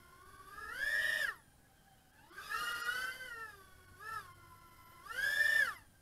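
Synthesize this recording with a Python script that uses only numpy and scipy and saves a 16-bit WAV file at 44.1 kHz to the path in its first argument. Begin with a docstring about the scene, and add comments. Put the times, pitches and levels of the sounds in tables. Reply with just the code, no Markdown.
"""A micro quadcopter with three-bladed propellers flies tricks over an open dry field.
Each punch of throttle winds four slightly unequal rotors, built from sine waves, up into a beating whine.
Prop wash, made of shaped noise, hisses around it; between punches the rotors fall back to a thin idle.
A short wash of echoes, light wind and a far low hum lie underneath."""
import sys
import numpy as np
from scipy import signal
from scipy.fft import rfft, irfft, next_fast_len
from scipy.io import wavfile

SR = 44100
rng = np.random.default_rng(int(sys.argv[2]) if len(sys.argv) > 2 else 0)


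def wav_out(sig):
    """Save sig, one row per channel (or a flat mono array), as 16-bit PCM at SR to the path in sys.argv[1]."""
    wavfile.write(sys.argv[1], SR, np.round(np.clip(np.atleast_2d(sig).T, -1, 1) * 32767).astype(np.int16))


N = 265041
TIME = np.arange(N) / SR


def from_db(db):
    """Decibels to gain."""
    return 10 ** (np.asarray(db) / 20)


def rms_one(x):
    """Scale to an rms (average strength) of 1."""
    return x / np.sqrt(np.mean(x ** 2) + 1e-20)


def in_time(rows):
    """Draw straight lines between the rows of a table, for each column after the time."""
    s, *columns = np.transpose(rows)
    return [np.interp(TIME, s, column) for column in columns]


def at_hz(points, hz):
    """Read a level off a spectrum, on a log-frequency axis."""
    where_hz, level = np.transpose(points)
    return np.interp(np.log(hz), np.log(where_hz), level)


def during(start_s, end_s, edge_s):
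    """A soft gate: 1 between two moments, 0 outside."""
    opening = np.tanh((TIME - start_s) / (2 * edge_s))
    closing = np.tanh((TIME - end_s) / (2 * edge_s))
    return (opening - closing) / 2


def drift(rate_hz):
    """Slow random wandering with spread 1: coarse noise, smoothed twice by a low-pass."""
    step, warm_up = 20, 2000   # samples per coarse point; coarse points thrown away while the filter settles
    pole = np.exp(-2 * np.pi * rate_hz * step / SR)
    noise = rng.standard_normal(N // step + warm_up + 2)
    slow = signal.lfilter([1], [1, -2 * pole, pole * pole], noise)[warm_up:]
    return np.interp(np.arange(N) / step, np.arange(len(slow)), rms_one(slow))


def banded_noise(spectrum):
    """Noise with the shape of the given spectrum; rms 1."""
    size = next_fast_len(N)
    hz = np.maximum(np.arange(size // 2 + 1) * SR / size, 1)
    shaped = rfft(rng.standard_normal(size)) * from_db(at_hz(spectrum, hz))
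    return rms_one(irfft(shaped, size)[:N])


def common_speed():
    """Blade-pass pitch (Hz): each punch winds the rotors up against their inertia, then lets them fall back."""
    # pitch that the throttle rests at between punches: t/s, f/Hz
    cruise = [(0, 1056), (.15, 1059), (.28, 1133), (.45, 1135), (.6, 1269), (.9, 1279), (1.18, 805.4),
              (2.1, 769), (2.26, 887.6), (2.38, 1210), (2.6, 1207), (3.7, 1118), (3.95, 1097), (4.35, 1037),
              (4.55, 1022), (4.9, 1010), (5.3, 1059), (5.55, 762.5), (6.01, 787)]
    # punches of throttle, each building on what is already there:
    # start/s, top f/Hz, spin-up time/s, let-go t/s, spin-down time/s
    punches = [(.67, 1828, 0.066, 1.189, .13), (2.48, 1367, .022, 3.374, .165),
               (2.57, 1416, .022, 3.26, .075), (2.85, 1540, .055, 3.245, .05),
               (3.972, 1335, 0.025, 4.125, .1), (5.01, 1797, 0.072, 5.563, .163)]
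    hz, = in_time(cruise)
    for start_s, top_hz, up_s, let_go_s, down_s in punches:
        rise = np.maximum(TIME - start_s, 0) / up_s
        fall = np.maximum(TIME - let_go_s, 0) / down_s
        punch = (1 - (1 + rise) * np.exp(-rise)) * np.exp(-fall ** 2)
        hz = hz + (top_hz - hz) * punch
    return hz


def rotor_speeds(hz):
    """Blade-pass pitch of four rotors: a little apart, the outer two shifting to steer the craft."""
    # each rotor in level flight, slowest first: share above the common speed
    trim = [-.016, -.006, .006, .018]
    # the slowest and fastest rotor leave or rejoin the others: start/s, end/s, share slower, share faster
    tilts = [(0, 1.215, .012, 0.037), (.88, 1.25, 0.036, -.004), (1.552, 2.47, .03, .05),
             (2.56, 3.12, .115, -.003), (3.14, 3.6, -.008, -.012), (4.3, 5.028, -.008, .03),
             (5.14, 5.599, .04, -.013)]
    tilt = 0
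    for start_s, end_s, slower, faster in tilts:
        tilt = tilt + np.outer([-slower, 0, 0, faster], during(start_s, end_s, edge_s=0.0199))
    return hz * (1 + np.array(trim)[:, None] + tilt)


def slowing(hz):
    """How fast the rotors lose speed (octaves per second)."""
    return np.maximum(-np.gradient(np.log2(hz)) * SR, 0)


def blade_levels(hz, buffet):
    """Levels (dB) of blade tone, fourth order, overtones and wash, from speed, braking, load and facing."""
    # blade-pass tone by speed, before the changes below: blade-pass f/Hz, level/dB
    tone = [(760, -77.5), (1050, -64), (1180, -57), (1320, -49), (1480, -46.5), (1680, -37), (1850, -36)]
    # the fourth shaft order swells as it crosses a resonance: its own f/Hz, level/dB before the changes below
    fourth = [(1020, -99.5), (1380, -66.5), (1560, -67), (1660, -56), (1750, -47.5), (1950, -57.5),
              (2200, -62.5), (2420, -60)]
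    # the turning craft beams its sound towards or away from the microphone:
    # t/s, blade tone change/dB, overtones and wash change/dB
    facing = [(0, -5, -1.5), (.25, -0.5, -2.5), (.6, 1.5, 0.5), (.95, 3, -1), (1.17, -1, 0),
              (1.4, -4.5, -5), (2.28, 0.5, -1), (2.42, 3.5, -0.5), (2.55, 4, 0), (2.72, 2, 0),
              (2.93, -0.5, -3), (3.06, 2.5, -4), (3.16, -11, -2), (3.28, -2.5, -3.5), (3.55, -4, -2),
              (3.76, -11.5, -3), (3.95, -5, -4), (4.14, 3, 3.5), (4.4, -0.5, -2.5), (5, 0, 1.5),
              (5.25, 5, 3.5), (5.62, 3, 1.5), (5.78, 1.5, 4), (5.88, -4, -4.5), (6.01, -22, -5)]
    tone_facing_db, hiss_facing_db = in_time(facing)
    octaves = np.log2(hz / 1845)
    braking = slowing(hz)
    # pulling out of the dive loads the blades
    pull = during(2.392, 3.106, edge_s=0.035)

    def grown(full_db, idle_db, db_per_octave):
        """A power law of speed above an idle level, changed by the facing."""
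        power_law = from_db(full_db + db_per_octave * octaves)
        return 20 * np.log10(np.hypot(power_law, from_db(idle_db))) + hiss_facing_db

    # braking blades are louder: dB for each octave per second of slowing
    strain_db = 0.99 * braking + 2.5 * pull
    stall_db = 2.5 * buffet ** 4   # blade tone lost in buffeting
    tone_db = at_hz(tone, hz) + strain_db + tone_facing_db - stall_db
    # the fourth order follows only part of the tone's beaming
    fourth_db = at_hz(fourth, hz * 4 / 3) + strain_db + 0.24 * tone_facing_db
    overtone_db = grown(full_db=-49.5, idle_db=-74.5, db_per_octave=30.5) + 0.87 * braking + 10.5 * pull
    wash_db = grown(full_db=-52, idle_db=-79, db_per_octave=23.5) + 0.95 * braking + 10 * pull
    return tone_db, fourth_db, overtone_db, wash_db


def rotor(blade_hz, tone_db, fourth_db, overtone_db, buffet):
    """One motor and its three blades: a stack of shaft orders. 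Returns the sound and the shaft angle."""
    # overtones of a loaded blade: multiple of blade pass, relative level/dB
    overtones = [(2, 2), (3, -3), (4, -6.5), (5, -10), (6, -19), (7, -22)]
    # unequal blades also sound at other shaft orders: multiple of shaft speed, level/dB relative to the overtones
    imbalance = [(5, -11.5), (7, -15), (8, -14), (10, -17), (11, -15.5), (13, -50), (16, -14), (20, -23)]
    # how the small frame radiates the shaft hum and overtones: f/Hz, boost/dB
    frame = [(370, -0.5), (450, 2.5), (495, -3.5), (545, -2), (600, -1), (900, 7), (1550, 2.5), (2050, 3.5),
             (2350, -11), (2850, 2.5), (3100, 1.5), (3550, 1.5), (4000, -4), (4550, 2.5), (5250, 5.5),
             (5900, -4), (7200, -1), (8000, -25), (9000, 1), (11000, 9)]
    # the flight controller keeps trimming the speed, and eddies jostle the blades (shares of the speed)
    hunting = 0.003011 * drift(13.26)
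    jitter = 0.003007 * drift(142.6)
    wake_jitter = 0.02989 * buffet ** 2 * drift(49.4)
    shaft_hz = blade_hz / 3 * (1 + hunting + jitter + wake_jitter)
    angle = 2 * np.pi * np.cumsum(shaft_hz) / SR
    flutter_db = 2.5 + 4.5 * buffet

    def partial(order, level_db):
        """One fluttering shaft order, carrying a quarter of the power of the four rotors."""
        wave = np.sin(order * angle + rng.uniform(0, 2 * np.pi)) / np.sqrt(2)
        return from_db(level_db + flutter_db * drift(14.7)) * wave

    # the hum of an unbalanced shaft grows steeply with its speed
    hum_db = -61 + 95 * np.log10(shaft_hz / 500)
    hum = partial(order=1, level_db=hum_db + at_hz(frame, shaft_hz))
    hum = hum + partial(order=2, level_db=np.maximum(hum_db - 10, fourth_db - 17))
    blades = partial(order=3, level_db=tone_db) + partial(order=4, level_db=fourth_db + 0.6)
    orders = [(3 * round(k), db) for k, db in overtones] + [(round(k), db) for k, db in imbalance]
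    edge = sum(partial(k, overtone_db + db + at_hz(frame, k * shaft_hz)) for k, db in orders)
    roughness = from_db(2 * drift(74) - 5.5)
    return hum + blades + edge * roughness, angle


def motor_whistle(angle, buffet, speed_hz):
    """One motor sings thinly as its magnets pass the stator teeth; buffeting and braking thin the note out."""
    # magnetic whine: multiple of shaft speed, level/dB before the changes below
    cogging = [(24, -76.5), (30, -77), (36, -62.5)]
    # how the motor radiates its whine: f/Hz, boost/dB
    motor_case = [(8000, -37), (9400, 0), (10300, 5), (11000, 10.5), (11600, 20), (12250, -10),
                  (12900, -18), (16000, -37)]
    shaft_hz = np.gradient(angle) * SR / (2 * np.pi)
    lines = 0
    for order, db in cogging:
        gain = from_db(db + at_hz(motor_case, order * shaft_hz))
        lines = lines + gain * np.sin(round(order) * angle)
    steady = np.clip(1 - 1.3 * buffet ** 2, 0, 1)
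    brake_loss_db = 1.5 * slowing(speed_hz)   # 1.5 dB for each octave per second
    return steady * lines * from_db(3 * drift(20) - 8 - brake_loss_db)


def frame_rattle(angles):
    """Late in a full punch the frame buzzes roughly on the fifth shaft order of all four motors."""
    # start/s, end/s, level/dB
    rattles = [(0.993, 1.224, -49), (5.483, 5.589, -50)]
    level = sum(from_db(db) * during(start_s, end_s, edge_s=0.022) for start_s, end_s, db in rattles)
    shake = sum(np.sin(5 * angle) * from_db(3.5 * drift(120)) for angle in angles)
    return level * rms_one(shake)


def prop_wash(level_db, angles, buffet):
    """Turbulent hiss, chopped each time a blade sweeps past an arm; buffeting thins out its low part."""
    # turbulence off the blades: f/Hz, relative level per Hz/dB
    wash = [(100, 7), (250, -0.5), (600, 11.5), (850, 8.5), (1250, 10.5), (1800, 15), (2200, -8.5),
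            (3000, 3), (4000, -1.5), (5100, 6.5), (6000, -2), (7900, -2), (9000, 4), (12200, 6),
            (12900, -6), (15500, -10)]
    hiss = banded_noise(wash)
    treble_filter = signal.butter(4, 6000, "high", fs=SR, output="sos")
    body_filter = signal.butter(1, 900, fs=SR, output="sos")
    treble = signal.sosfilt(treble_filter, hiss)
    body = signal.sosfilt(body_filter, hiss)
    # scaled so that the treble of the full hiss has spread 1
    hiss = (hiss - np.clip(buffet, 0, 1) * body) / np.std(treble)
    sweeps = sum(np.cos(3 * angle) for angle in angles)
    chopping = rms_one(1 + 0.32 * sweeps)
    return hiss * chopping * from_db(level_db - 3.5)


def scatter(x):
    """Ground and rocks throw back a short, dull wash of echoes: noise that dies away."""
    t = TIME[:SR // 2]
    t60_s = 0.31   # time to fall by 60 dB
    tail = rng.standard_normal(len(t)) * from_db(-60 * t / t60_s) * (t > 0.005)
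    tail /= np.sqrt(np.sum(tail ** 2))
    tail = signal.sosfilt(signal.butter(1, 4000, fs=SR, output="sos"), tail)
    return from_db(-15) * signal.fftconvolve(x, tail)[:N]


def still_air():
    """Steady faint hiss of still air and microphone."""
    # f/Hz, relative level per Hz/dB
    air = [(25, -8), (140, -5), (220, -11), (400, -18), (600, -16), (1000, -22.5), (2500, -30), (6000, -29),
           (10000, -27), (15500, -30.5)]
    return from_db(-68) * banded_noise(air)


def field():
    """Wind lumps on the microphone, made of low noise, and a far wavering hum of two sine waves."""
    # colour of the wind: f/Hz, relative level per Hz/dB
    wind = [(20, 9), (40, 2.5), (70, 6), (130, -17.5), (300, -3.5), (1000, -65), (15000, -100)]
    # middle level of the wind, which then wanders: t/s, level/dB
    gusts = [(0.0, -69.5), (0.47, -65), (0.72, -59), (1.92, -80.5), (2.56, -68.5), (6.01, -68)]
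    # far low hum, which also wanders in pitch and level: t/s, f/Hz, level/dB
    hum_path = [(0, 99.3, -69), (1.6, 100.2, -80.5), (3.4, 89.1, -72.5), (3.85, 88.1, -66),
                (4.15, 98.36, -60.5), (4.6, 98.85, -69.5), (5, 102.8, -72.5), (6.01, 99.75, -69.5)]
    gust_db, = in_time(gusts)
    hum_hz, hum_db = in_time(hum_path)
    phase = 2 * np.pi * np.cumsum(hum_hz * (1 + 0.0223 * drift(10.6))) / SR
    # a quieter second note sounds at one and a half times the pitch
    hum = np.sin(phase) + from_db(-7) * np.sin(3 * phase / 2)
    wind_noise = from_db(gust_db + 2.5 * drift(21)) * banded_noise(wind)
    return wind_noise + from_db(hum_db + 2.5 * drift(16)) * hum


def brief_dips():
    """Gain that sinks for an instant now and then, along bell-shaped curves."""
    # t/s, depth/dB, width/s
    dips = [(.243, 9, .006), (.374, 8, .005), (2.122, 9, .006), (2.311, 14, .007), (2.74, 9, .006),
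            (2.834, 24, .008), (3.125, 5, .006), (3.868, 6, .006), (4.338, 8, .006), (4.6, 6, .005),
            (4.705, 7, .005), (4.852, 8, .005), (5.343, 5, .006), (5.77, 8, .006)]
    loss_db = sum(depth_db * np.exp(-0.5 * ((TIME - s) / width_s) ** 2) for s, depth_db, width_s in dips)
    return from_db(-loss_db)


def scene():
    """Four rotors and their wash over the quiet field; all but the direct whine dips briefly at times."""
    # falling into its own wake buffets the blades: t/s, buffeting from 0 to 1
    buffet_path = [(0, 0.02), (1.2, 0.14), (1.33, 0.55), (2.1, 0.6), (2.2, 0.98), (2.42, 1), (2.56, .63),
                   (3.05, .42), (3.15, 0.09), (5, 0.06), (5.6, 0.11), (5.79, 0.49), (6.01, .55)]
    # how loudly each rotor reaches the microphone, slowest first: relative level/dB
    rotor_db = [-3.5, 1, -0.1, -0.95]
    # how much edge each rotor has, slowest first: change of its overtones/dB
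    rotor_edge_db = [2, -4, 2.5, -1]
    buffet, = in_time(buffet_path)
    speed_hz = common_speed()
    tone_db, fourth_db, overtone_db, wash_db = blade_levels(speed_hz, buffet)
    tones, angles = [], []
    for blade_hz, edge_db in zip(rotor_speeds(speed_hz), rotor_edge_db):
        tone, angle = rotor(blade_hz, tone_db, fourth_db, overtone_db + edge_db, buffet)
        tones.append(tone)
        angles.append(angle)
    rotors = from_db(rotor_db) @ np.array(tones)
    whine = rotors + motor_whistle(angles[0], buffet, speed_hz) + frame_rattle(angles)
    hiss = prop_wash(wash_db, angles, buffet) + still_air()
    surroundings = scatter(whine) + hiss + field()
    return (whine + surroundings * brief_dips())[None]


def record(dry):
    """A steep low-pass cuts the top above 15600 Hz."""
    low_pass = signal.ellip(10, 0.2, 80, 15600, fs=SR, output="sos")
    return signal.sosfilt(low_pass, dry)


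dry = scene()
out = record(dry)
wav_out(out)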